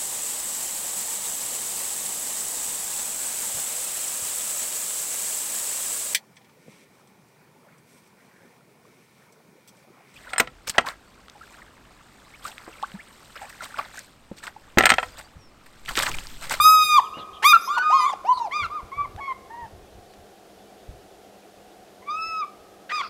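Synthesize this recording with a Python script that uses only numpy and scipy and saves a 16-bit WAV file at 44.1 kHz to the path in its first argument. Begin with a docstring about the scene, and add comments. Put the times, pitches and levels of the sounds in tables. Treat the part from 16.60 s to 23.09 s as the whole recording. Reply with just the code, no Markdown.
"""A fish eagle on a dead tree screams, then gives a falling run of yelps; a second answers further off.
Each note is a harmonic series, driven by the syrinx and filtered by throat and beak. It rasps where
the oscillation turns irregular and sometimes breaks into a higher register; thin squeaks lie between.
Ground and trees reflect the calls. Behind them are a few dry knocks, small birds, a faint hum and
light wind, which now and then buffets the microphone."""
import sys
import numpy as np
from scipy import signal
from scipy.fft import rfft, irfft
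from scipy.io import wavfile
from scipy.ndimage import uniform_filter1d, map_coordinates

SR = 44100
rng = np.random.default_rng(int(sys.argv[2]) if len(sys.argv) > 2 else 0)


def waveform_to_disk(signal):
    """Save audio, clipped to [-1, 1], as 16-bit WAV at the path in sys.argv[1]."""
    frames = np.transpose(np.atleast_2d(signal))
    scaled = np.clip(frames, -1, 1) * 32767
    samples = np.round(scaled).astype(np.int16)
    wavfile.write(sys.argv[1], SR, samples)


N = 286209
TIME = np.arange(N) / SR

# Spectrum of distant rustling air: frequency_hz, relative_density_db
AIR_SPECTRUM = [(59, -50), (100, -15), (169, -13.5), (196, -4.5), (223, -11.5), (394, -1), (564, -6),
                (742, -0.5), (936, -15.5), (1310, -17), (1430, -16), (2270, -21.5), (3460, -21.5),
                (12300, -30.5), (15500, -36)]
# Spectrum of wind on the microphone: frequency_hz, relative_density_db
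BUFFET_SPECTRUM = [(15, -8.5), (50, 1), (95, 1), (140, -8), (220, -17.5), (500, -61)]
# Breeze between the gusts: time_s, level_db
BREEZE_LEVELS = [(0, -39.5), (.15, -57.5), (.8, -60), (1.4, -71), (1.75, -60), (2.7, -64.5), (3.2, -57),
                 (3.65, -61.5), (3.8, -68.5), (6.49, -68)]
# Gusts on the microphone: peak_s, level_db, decay_s
GUSTS = [(2.021, -36, 0.0318), (2.233, -40.5, 0.0237), (2.37, -38.5, 0.079), (2.555, -34.5, 0.0157),
         (3.03, -38.5, 0.0202), (3.135, -45, 0.0253), (4.281, -39, 0.0526)]
# Reverberation of the trees in octave bands: centre_hz, relative_level_db, t60_s
TREE_REVERB = [(701, -28, 0.51), (1534, -7.5, 2.025), (3200, -12.5, 1.4), (5600, -1.5, 0.72),
               (9600, 2.5, 0.65)]
# Dry knocks: start_s, level_db, centre_hz, decay_s
KNOCKS = [(0.204, -46.5, 1480, 0.0019), (0.57, -37, 312, 0.037), (2.563, -38, 1194, 0.0014),
          (3.537, -49, 1460, 0.00557), (3.604, -57, 1497, 0.0026)]
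# Squeaks between notes: start_s, end_s, start_hz, middle_hz, end_hz, level_db, relative_octave_db,
# roughness
SQUEAKS = [(0.433, 0.482, 3580, 3100, 2730, -50, -24.5, 0.65),
           (0.535, 0.611, 2660, 2893, 2720, -46, -25, 0.42),
           (0.582, .64, 3996, 3570, 3198, -47.5, -29.5, 0.87),
           (0.729, 0.79, 3460, 3200, 2982, -49.5, -22.5, 1.09),
           (1.005, 1.089, 4888, 6200, 5440, -47, -3.5, 0.61),
           (1.044, 1.092, 5030, 5130, 5420, -41.5, -11.5, 0.12),
           (1.381, 1.439, 5200, 4830, 4923, -37, -14.5, .35),
           (1.724, 1.791, 4400, 4360, 4187, -45, -15, 0.6),
           (1.808, 1.867, 6700, 6300, 5600, -58, -25.5, 0.13),
           (5.65, 5.733, 2046, 1965, 2040, -59, -31.5, 0.1),
           (3.476, 3.537, 4600, 4440, 4260, -68.5, -25.5, 0.42),
           (3.98, 4.053, 3440, 3530, 3480, -67, -25, .3), (6.42, 6.503, 4440, 4676, 4746, -48.5, -42, 1.11)]
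# Filter of the throat and open beak: frequency_hz, gain_db
THROAT_RESPONSE = [(600, 1), (2400, 0), (5200, 1), (6400, 1.5), (7400, .5), (8600, -3.5), (10000, -2),
                   (11400, 2.5), (12700, 1), (14000, 4), (14900, -3), (15600, -20.5)]
# Long cries of the far and near eagle: time_s, pitch_hz, fundamental_db, octave_db,
# middle_db (harmonics 3-5), top_db (harmonics 6-13)
FAR_CRY = [(5.41, 980, -69.5, -84, -65.5, -74.5), (5.426, 1010, -51, -57, -73.5, -77),
           (5.452, 1107, -65.5, -64, -74, -78), (5.488, 1165, -28, -38.5, -56, -73),
           (5.512, 1220, -28, -51, -42.5, -70.5), (5.59, 1298, -32, -34.5, -58.5, -60),
           (5.626, 1300, -30, -38.5, -43, -60.5), (5.682, 1313, -39, -38, -42.5, -60.5),
           (5.754, 1285, -29, -36.5, -52, -62), (5.804, 1270, -28, -50.5, -44, -68),
           (5.832, 1168, -26, -37, -63.5, -74.5), (5.85, 1155, -33.5, -60.5, -58.5, -69.5)]
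NEAR_CRY = [(0.0, 1184, -11.5, -27.5, -25.5, -30), (0.034, 1240, -24, -29, -24, -23.5),
            (0.058, 1259, -8.5, -29, -19.5, -27), (0.126, 1270, -12, -30.5, -31, -28),
            (0.178, 1258, -13, -33, -25, -35), (0.232, 1246, -19, -26.5, -24.5, -37),
            (0.25, 1239, -34, -29, -28, -32.5), (0.322, 1224, -17, -25, -26, -37.5),
            (0.366, 1195, -13, -24.5, -26, -38), (0.38, 1115, -14, -48.5, -28.5, -35),
            (0.386, 1066, -6, -36, -37, -41), (0.392, 1015, -12, -60.5, -40.5, -42.5),
            (0.398, 879.3, -18.5, -29.5, -40.5, -53.5), (0.405, 808.4, -35, -55, -50, -51)]
# Yelps, a row for each or for each piece of a cracked one: start_s, length_s, crest_share (of length),
# start_hz, crest_hz, end_hz, fundamental_db, octave_db, middle_db, top_db, roughness, ring_after_s,
# ring_s, ring_db, choke_db, gape_ratio (beak resonance over pitch at the crest)
FAR_YELPS = [(1.127, 0.1154, 0.92, 1336, 1484, 1500, -28.5, -49.5, -48.5, -79, 0.104, 0.0692, 0.0276, 3.9, 3.5, 3.27),
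             (1.22, 0.289, 0.402, 1220, 1239, 978, -23, -39, -46, -58, 0.0343, 0.022, 0.16, 2, -2, 3.486),
             (6.29, 0.0371, 0.702, 851, 959.8, 958.0, -57.5, -31, -56, -69.5, 0.71, 0.028, 0.0093, 5.9, 1.5, 3.1),
             (6.315, 0.108, 0.256, 1185, 1239.0, 1016, -28, -34.5, -36.5, -51.5, 0.095, 0.0647, 0.0057, 9.57, -1.5, 3.713),
             (6.409, 0.066, 0.038, 1390, 1392.0, 1057, -36, -51, -58.5, -80.5, 0.34, 0.0028, 0.0295, 4.1, -11.5, 4.64)]
NEAR_YELPS = [(0.822, 0.02523, 0.792, 719.1, 909.4, 881.0, -29, -23.5, -32.5, -43, 0.76, 0, 0.0088, 2, 7.5, 3.1),
              (0.838, 0.0968, 0.617, 980.4, 1239, 1140, -14, -18.5, -19.5, -28, 0.01, 0.081, 0.0135, 6, -5.5, 3.45),
              (0.931, 0.0403, 0.11, 1330, 1386, 1272, -11.5, -32, -38.5, -48.5, 0.06, 0.0027, 0.0144, 5.5, 3.5, 3.15),
              (1.074, 0.0984, 0.76, 979, 1216, 1077, -21.5, -52.5, -43, -51.5, 0.15, 0.0906, 0.0107, 10, -13.5, 3.3),
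              (1.172, 0.024, 0.07, 988.5, 962.5, 732.6, -23, -43.5, -35.5, -43, 0.55, 0.00044, 0.00937, 9, 1.5, 3.1),
              (1.296, 0.1163, 0.499, 571, 1085, 1017, -22, -47, -42, -48.5, 0.07, 0.0297, 0.0486, 9.5, -2.5, 3.65),
              (1.396, 0.0784, 0.456, 1028, 1007, 1133, -20, -39.5, -45, -44, 0, 0.0023, 0.0253, -4, -14, 4.3),
              (1.462, 0.0638, 0.587, 1090, 1189, 988.4, -30, -62.5, -41.5, -50, 0.13, 0.0, 0.0055, 14, -14, 3.0),
              (1.52, 0.02316, 0.0676, 882.6, 894.2, 721.4, -26, -47, -53, -43.5, 0.83, 0.014, 0.0084, 5.5, -0.0, 3.4),
              (1.643, 0.0991, 0.77, 575.4, 1019, 921, -25, -56.5, -47, -57, 0, 0.0471, 0.0457, 8.5, 1, 3.0),
              (1.764, 0.0452, 0.324, 1032, 993, 919, -35.5, -66.5, -47.5, -61, 0.42, 0.005, 0.0168, 9.5, -3, 4.3),
              (1.791, 0.0966, 0.157, 924.3, 943, 609.8, -27, -63.5, -56.5, -57.5, 0.05, 0.0037, 0.0296, 4, -13, 3.3),
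              (1.908, 0.1357, 0.386, 897.3, 1211, 1045, -36, -33.5, -41.5, -59, 0.14, 0.0134, 0.105, 8, -10.5, 3.6),
              (2.027, 0.044, 0.035, 1450, 1430, 1145, -31.0, -44, -45, -88, 0.32, 0.0233, 0.026, 2.5, 3.5, 3.4),
              (2.098, 0.1142, 0.502, 1076, 1245, 905.4, -33.5, -55, -62, -86, 0.19, 0.0443, 0.035, 4, 0.5, 3.45),
              (2.314, 0.1493, 0.773, 1036, 1162, 942, -31.5, -43.5, -60.5, -91, 0.16, 0.0641, 0.04, 10, -15.5, 3.3),
              (2.575, 0.0289, 1, 753.3, 911, 890, -36, -46, -67.5, -79, 0.53, 0.073, 0.0087, 4.0, 0.0, 3.4),
              (2.601, 0.1325, 0.291, 1123, 1107, 981, -36, -39.5, -57, -76.5, 0.18, 0.0773, 0.047, 7.5, -3.5, 3.45),
              (2.897, 0.1706, 0.61, 855, 949.5, 817, -40.5, -51, -67, -84.5, 0.2, 0.097, 0.0573, 4, -0.5, 3.3)]


def undb(db):
    """The decibel law: amplitude grows tenfold every 20 dB."""
    return 10 ** (np.asarray(db) / 20)


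def unit(x):
    """Normalisation to rms 1."""
    return x / np.sqrt(np.mean(x ** 2))


def shares_db(power):
    """Power addition: each harmonic's share of the total, in dB."""
    return 10 * np.log10(power / power.sum(axis=0))


def spectrum_at(hz, points):
    """Interpolation of a spectrum in dB over log frequency."""
    frequency_hz, db = np.transpose(points)
    return np.interp(np.log(hz + 1), np.log(frequency_hz), db)


def coloured(points):
    """Spectral shaping of white noise, at rms 1."""
    gain = undb(spectrum_at(np.fft.rfftfreq(N, 1 / SR), points))
    return unit(irfft(rfft(rng.standard_normal(N)) * gain, N))


def band(size, lo_hz, hi_hz):
    """Band-pass filtering of white noise, at rms 1."""
    sos = signal.butter(2, [lo_hz, min(hi_hz, .45 * SR)], "band", fs=SR, output="sos")
    return unit(signal.sosfilt(sos, rng.standard_normal(size)))


def wander(t, per_s):
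    """Random modulation: a smooth curve through per_s values a second."""
    return .85 * map_coordinates(rng.standard_normal(2048), [(t - t[0]) * per_s], order=3, mode="mirror")


def fade(t, rise_s, fall_s):
    """Amplitude envelope with quarter-sine ends."""
    rise = np.sin(np.pi / 2 * np.clip((t - t[0]) / rise_s, 0, 1))
    fall = np.sin(np.pi / 2 * np.clip((t[-1] - t) / fall_s, 0, 1))
    return rise * fall


def phase_of(hz):
    """Phase is the time integral of frequency."""
    return 2 * np.pi * np.cumsum(hz) / SR


def distant_air():
    """Broadband noise under slow amplitude modulation: air rustling far off."""
    return coloured(AIR_SPECTRUM) * undb(-50 + .5 * wander(TIME, 1.524))


def hum():
    """A faint pure tone, weakly modulated in amplitude and frequency."""
    amplitude = np.sqrt(2) * undb(-64.5 + 2 * wander(TIME, 9.6))
    return amplitude * np.sin(phase_of(203.4 + 1.36 * wander(TIME, 3.6)))


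def wind_buffet(eddy_db=4, gust_rise_s=.00414):
    """Turbulence: eddies and gusts press on the microphone as low-frequency noise."""
    breeze = undb(np.interp(TIME, *np.transpose(BREEZE_LEVELS)) + eddy_db * wander(TIME, 22))
    gusts = sum(undb(db) * np.exp(-np.maximum((peak_s - TIME) / gust_rise_s, (TIME - peak_s) / decay_s))
                for peak_s, db, decay_s in GUSTS)
    return coloured(BUFFET_SPECTRUM) * (breeze + gusts)


def small_birds(count=110, level_db=-66, centre_hz=3050):
    """Frequency modulation: each distant chirp is a short, wavering glide."""
    out = np.zeros(N)
    t = TIME[:SR // 16]
    for when, pitch, glide in rng.random((count, 3)):
        octaves = .7 * (pitch - .5) + .4 * (glide - .6) * t / t[-1] + .06 * wander(t, 700)
        chirp = np.hanning(len(t)) * np.sin(phase_of(centre_hz * 2 ** octaves))
        start = int(when * (N - len(t)))
        out[start:start + len(t)] += undb(level_db) * chirp
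    return out


def woodland(direct, echo_s, echo_db, twigs_db, twigs_t60_s, trees_db):
    """Multipath propagation: direct sound, ground reflection, scatter from twigs, tree reverberation."""
    t = TIME[:2 * SR]
    trees = sum(undb(db - 60 * t / t60_s) * band(len(t), hz / np.sqrt(2), hz * np.sqrt(2))
                * np.sqrt(hz / SR) for hz, db, t60_s in TREE_REVERB)
    trees = trees * np.clip(t / .011, 0, 1) / np.sqrt(SR / 20)
    twigs = undb(-60 * t / twigs_t60_s) * np.clip(t / .0502, 0, 1) * band(len(t), 450, 5300)
    response = undb(trees_db) * trees + undb(twigs_db) * twigs / np.sqrt(np.sum(twigs ** 2))
    ground = undb(echo_db) * np.interp(TIME - echo_s, TIME, direct, left=0)
    return direct + ground + signal.fftconvolve(direct, response)[:N]


def absorption(sound, cutoff_hz=10000):
    """Absorption by air and foliage dulls a distant call."""
    return signal.sosfilt(signal.butter(2, cutoff_hz, fs=SR, output="sos"), sound)


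def knocks():
    """Damped transients: noise bursts that decay exponentially, heard as dull ticks."""
    return sum(undb(db) * (TIME >= start_s) * np.exp(-np.abs(TIME - start_s) / decay_s)
               * band(N, hz / 3, hz * 3) for start_s, db, hz, decay_s in KNOCKS)


def squeaks():
    """Frequency jitter roughens thin whistles, each a tone and its octave on a parabola of pitch."""
    out = np.zeros(N)
    for start_s, end_s, *arc_hz, db, octave_db, rough in SQUEAKS:
        index = np.arange(int(start_s * SR), min(int(end_s * SR), N))
        t = TIME[index]
        hz = np.polyval(np.polyfit([0, .5, 1], arc_hz, 2), np.linspace(0, 1, len(t)))
        phase = phase_of(hz * (1 + .085 * rough * wander(t, 1300)))
        whistle = np.sin(phase) + undb(octave_db) * np.sin(2 * phase)
        out[index] += np.sqrt(2) * undb(db) * fade(t, .0074, .0135) * whistle
    return out


def slackness(hz):
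    """A slack syrinx vibrates more slowly: the share by which pitch lies below its maximum."""
    return 1 - hz / hz.max()


def bend(away_s, span_s, tight_s):
    """A catenary: flat and 0 at the crest, steepening to 1 a span away."""
    return (np.cosh(np.maximum(away_s, 0) / tight_s) - 1) / (np.cosh(span_s / tight_s) - 1)


def yelp(start_s, length_s, crest_share, start_hz, crest_hz, end_hz, fundamental_db, octave_db,
         middle_db, top_db, rough, ring_after_s, ring_s, ring_db, choke_db, gape_ratio):
    """Modulation contours of a yelp: a wavering arch of pitch whose fundamental chokes, then rings."""
    t = TIME[int(start_s * SR):int((start_s + length_s) * SR)]
    age_s = t - start_s
    crest_s = length_s * np.clip(crest_share, .02, .98)
    scoop_hz = (start_hz - crest_hz) * bend(crest_s - age_s, crest_s, tight_s=.033)
    drop_hz = (end_hz - crest_hz) * bend(age_s - crest_s, length_s - crest_s, tight_s=.038)
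    hz = crest_hz + scoop_hz + drop_hz
    slack = slackness(hz)

    snap_s, choke_lead_s, choke_width_s, wavers_per_s = .00183, .01475, .01804, 64.6
    ring_age_s = age_s - ring_after_s
    ringing = .5 * (np.tanh(ring_age_s / snap_s) - np.tanh((ring_age_s - ring_s) / snap_s))
    choked = np.exp(-.5 * ((ring_age_s + choke_lead_s) / choke_width_s) ** 2)
    edge_db = -13.5 * (np.exp(-age_s / .005) + np.exp((age_s - length_s) / .00244))  # attack, release
    waver_db = 2.4042 * wander(t, wavers_per_s)
    bloom_db = -4.5 * ((2 * age_s / length_s - 1) ** 2 - .2)  # greatest in mid-yelp
    # Slack shifts the balance from the fundamental to the octave.
    fundamental_db += edge_db + ring_db * ringing + choke_db * choked - 2 * slack + waver_db
    octave_db += edge_db + 13.5 * slack + .17 * ring_db * (ringing - ringing.mean())
    upper_db = edge_db + 1.5 * slack + bloom_db
    hz = hz * (1 + .033 * rough * wander(t, wavers_per_s))

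    # The voice roughens as it catches and lets go, and frays past the crest.
    breaking = np.exp(-np.minimum(age_s, length_s - age_s) / .00622)
    fraying = np.clip((age_s - crest_s) / (length_s - crest_s), 0, 1) ** 2
    rough += .303 * breaking + .126 * fraying
    return t, hz, fundamental_db, octave_db, middle_db + upper_db, top_db + upper_db, rough, gape_ratio


def long_cry(rows, rough, gape_ratio):
    """Modulation contours of a long cry: the highest harmonics fade as the pitch drops."""
    t = TIME[int(rows[0][0] * SR):int(rows[-1][0] * SR)]
    time_s, *columns = np.transpose(rows)
    contours = (uniform_filter1d(np.interp(t, time_s, column), size=180) for column in columns)
    hz, fundamental_db, octave_db, middle_db, top_db = contours
    return t, hz, fundamental_db, octave_db, middle_db, top_db - 29.5 * slackness(hz), rough, gape_ratio


def beak_resonance(harmonic, hz, gape_ratio, shut_ratio=3.148, width_hz=320):
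    """Power response of a resonator: the beak gapes at the crest and closes as the voice slackens."""
    resonance_hz = hz * (shut_ratio + (gape_ratio - shut_ratio) * np.exp(-slackness(hz) / .06))
    return 1 / (1 + (2 * (harmonic * hz - resonance_hz) / width_hz) ** 2)


def syrinx(t, hz, fundamental_db, octave_db, middle_db, top_db, rough, gape_ratio,
           jitter, shimmer, rasp_db, soft_slope_db):
    """Source and filter: a harmonic note shaped by throat and beak, irregular in its cycles if rough."""
    rough = np.clip(rough + (slackness(hz) / .4005) ** 1.785, 0, 1)  # a slack syrinx is rougher
    phase = phase_of(hz * (1 + jitter * rough * wander(t, 900) + .001 * wander(t, 90)))
    middle, top = np.arange(3, 6)[:, None], np.arange(6, 14)[:, None]
    # A hard-blown note keeps its highest harmonics; a soft one loses them.
    slope_db = soft_slope_db * np.clip((-32 - top_db) / 18, 0, 1)
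    harmonics_db = [fundamental_db, octave_db,
                    *(middle_db + shares_db(beak_resonance(middle, hz, gape_ratio))),
                    *(top_db + shares_db(undb(-slope_db * np.log2(top)) ** 2))]
    bloom = fade(t, .012, .018)  # upper harmonics build up last and die first
    voice = 0
    for k, level_db in enumerate(harmonics_db, 1):
        # The overtones stagger more than the fundamental.
        stagger = rough * (.5 if k == 1 else 1) + .04 * min(k - 1, 4) * np.clip(slope_db / 20, 0, 1)
        flutter = (1 + shimmer * stagger * wander(t, 500)) * undb(1.2 * min(k - 1, 2) * wander(t, 50))
        amplitude = undb(level_db + spectrum_at(k * hz, THROAT_RESPONSE))
        voice += amplitude * flutter * bloom ** ((k - 1) / 4) * np.sin(k * phase)
    # Air escapes once a cycle, and a very rough note breaks up into noise.
    hiss = undb(rasp_db + middle_db) * band(len(t), 1100, 9100)
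    crack = rough ** 2 * undb(octave_db) * band(len(t), 900, 3000)
    rasp = rough * (1 + np.cos(phase)) * (bloom * hiss + fade(t, .016, .002) * crack)
    return (np.sqrt(2 - rough ** 2) * voice + rasp) * fade(t, .0015, .003)


def eagle(cry, yelps, **voice):
    """Radiation from a small source: one bird's cry and yelps leave its throat without bass."""
    out = np.zeros(N)
    for t, *contours in [cry, *(yelp(*row) for row in yelps)]:
        out[np.rint(t * SR).astype(int)] += syrinx(t, *contours, **voice)
    return signal.sosfilt(signal.butter(2, 350, "high", fs=SR, output="sos"), out)


def scene():
    """Superposition: two eagles in open woodland over a quiet background."""
    near = eagle(long_cry(NEAR_CRY, rough=.0232, gape_ratio=3.543), NEAR_YELPS,
                 jitter=.0636, shimmer=.945, rasp_db=-5, soft_slope_db=26.5)
    near += squeaks() + knocks()
    far = eagle(long_cry(FAR_CRY, rough=.0153, gape_ratio=4.015), FAR_YELPS,
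                jitter=.14, shimmer=.878, rasp_db=-16, soft_slope_db=16)
    far = absorption(far)
    near = woodland(near, echo_s=.02, echo_db=-20, twigs_db=-25, twigs_t60_s=.199, trees_db=-14.5)
    far = woodland(far, echo_s=.038, echo_db=-18.5, twigs_db=-21, twigs_t60_s=.255, trees_db=-20)
    return (near + far + small_birds() + distant_air() + hum() + wind_buffet())[None]


def record(dry):
    """Band limiting: a steep low-pass filter cuts the treble above 15.6 kHz."""
    return signal.sosfilt(signal.ellip(10, .2, 80, 15600, fs=SR, output="sos"), dry)


dry = scene()
out = record(dry)
waveform_to_disk(out)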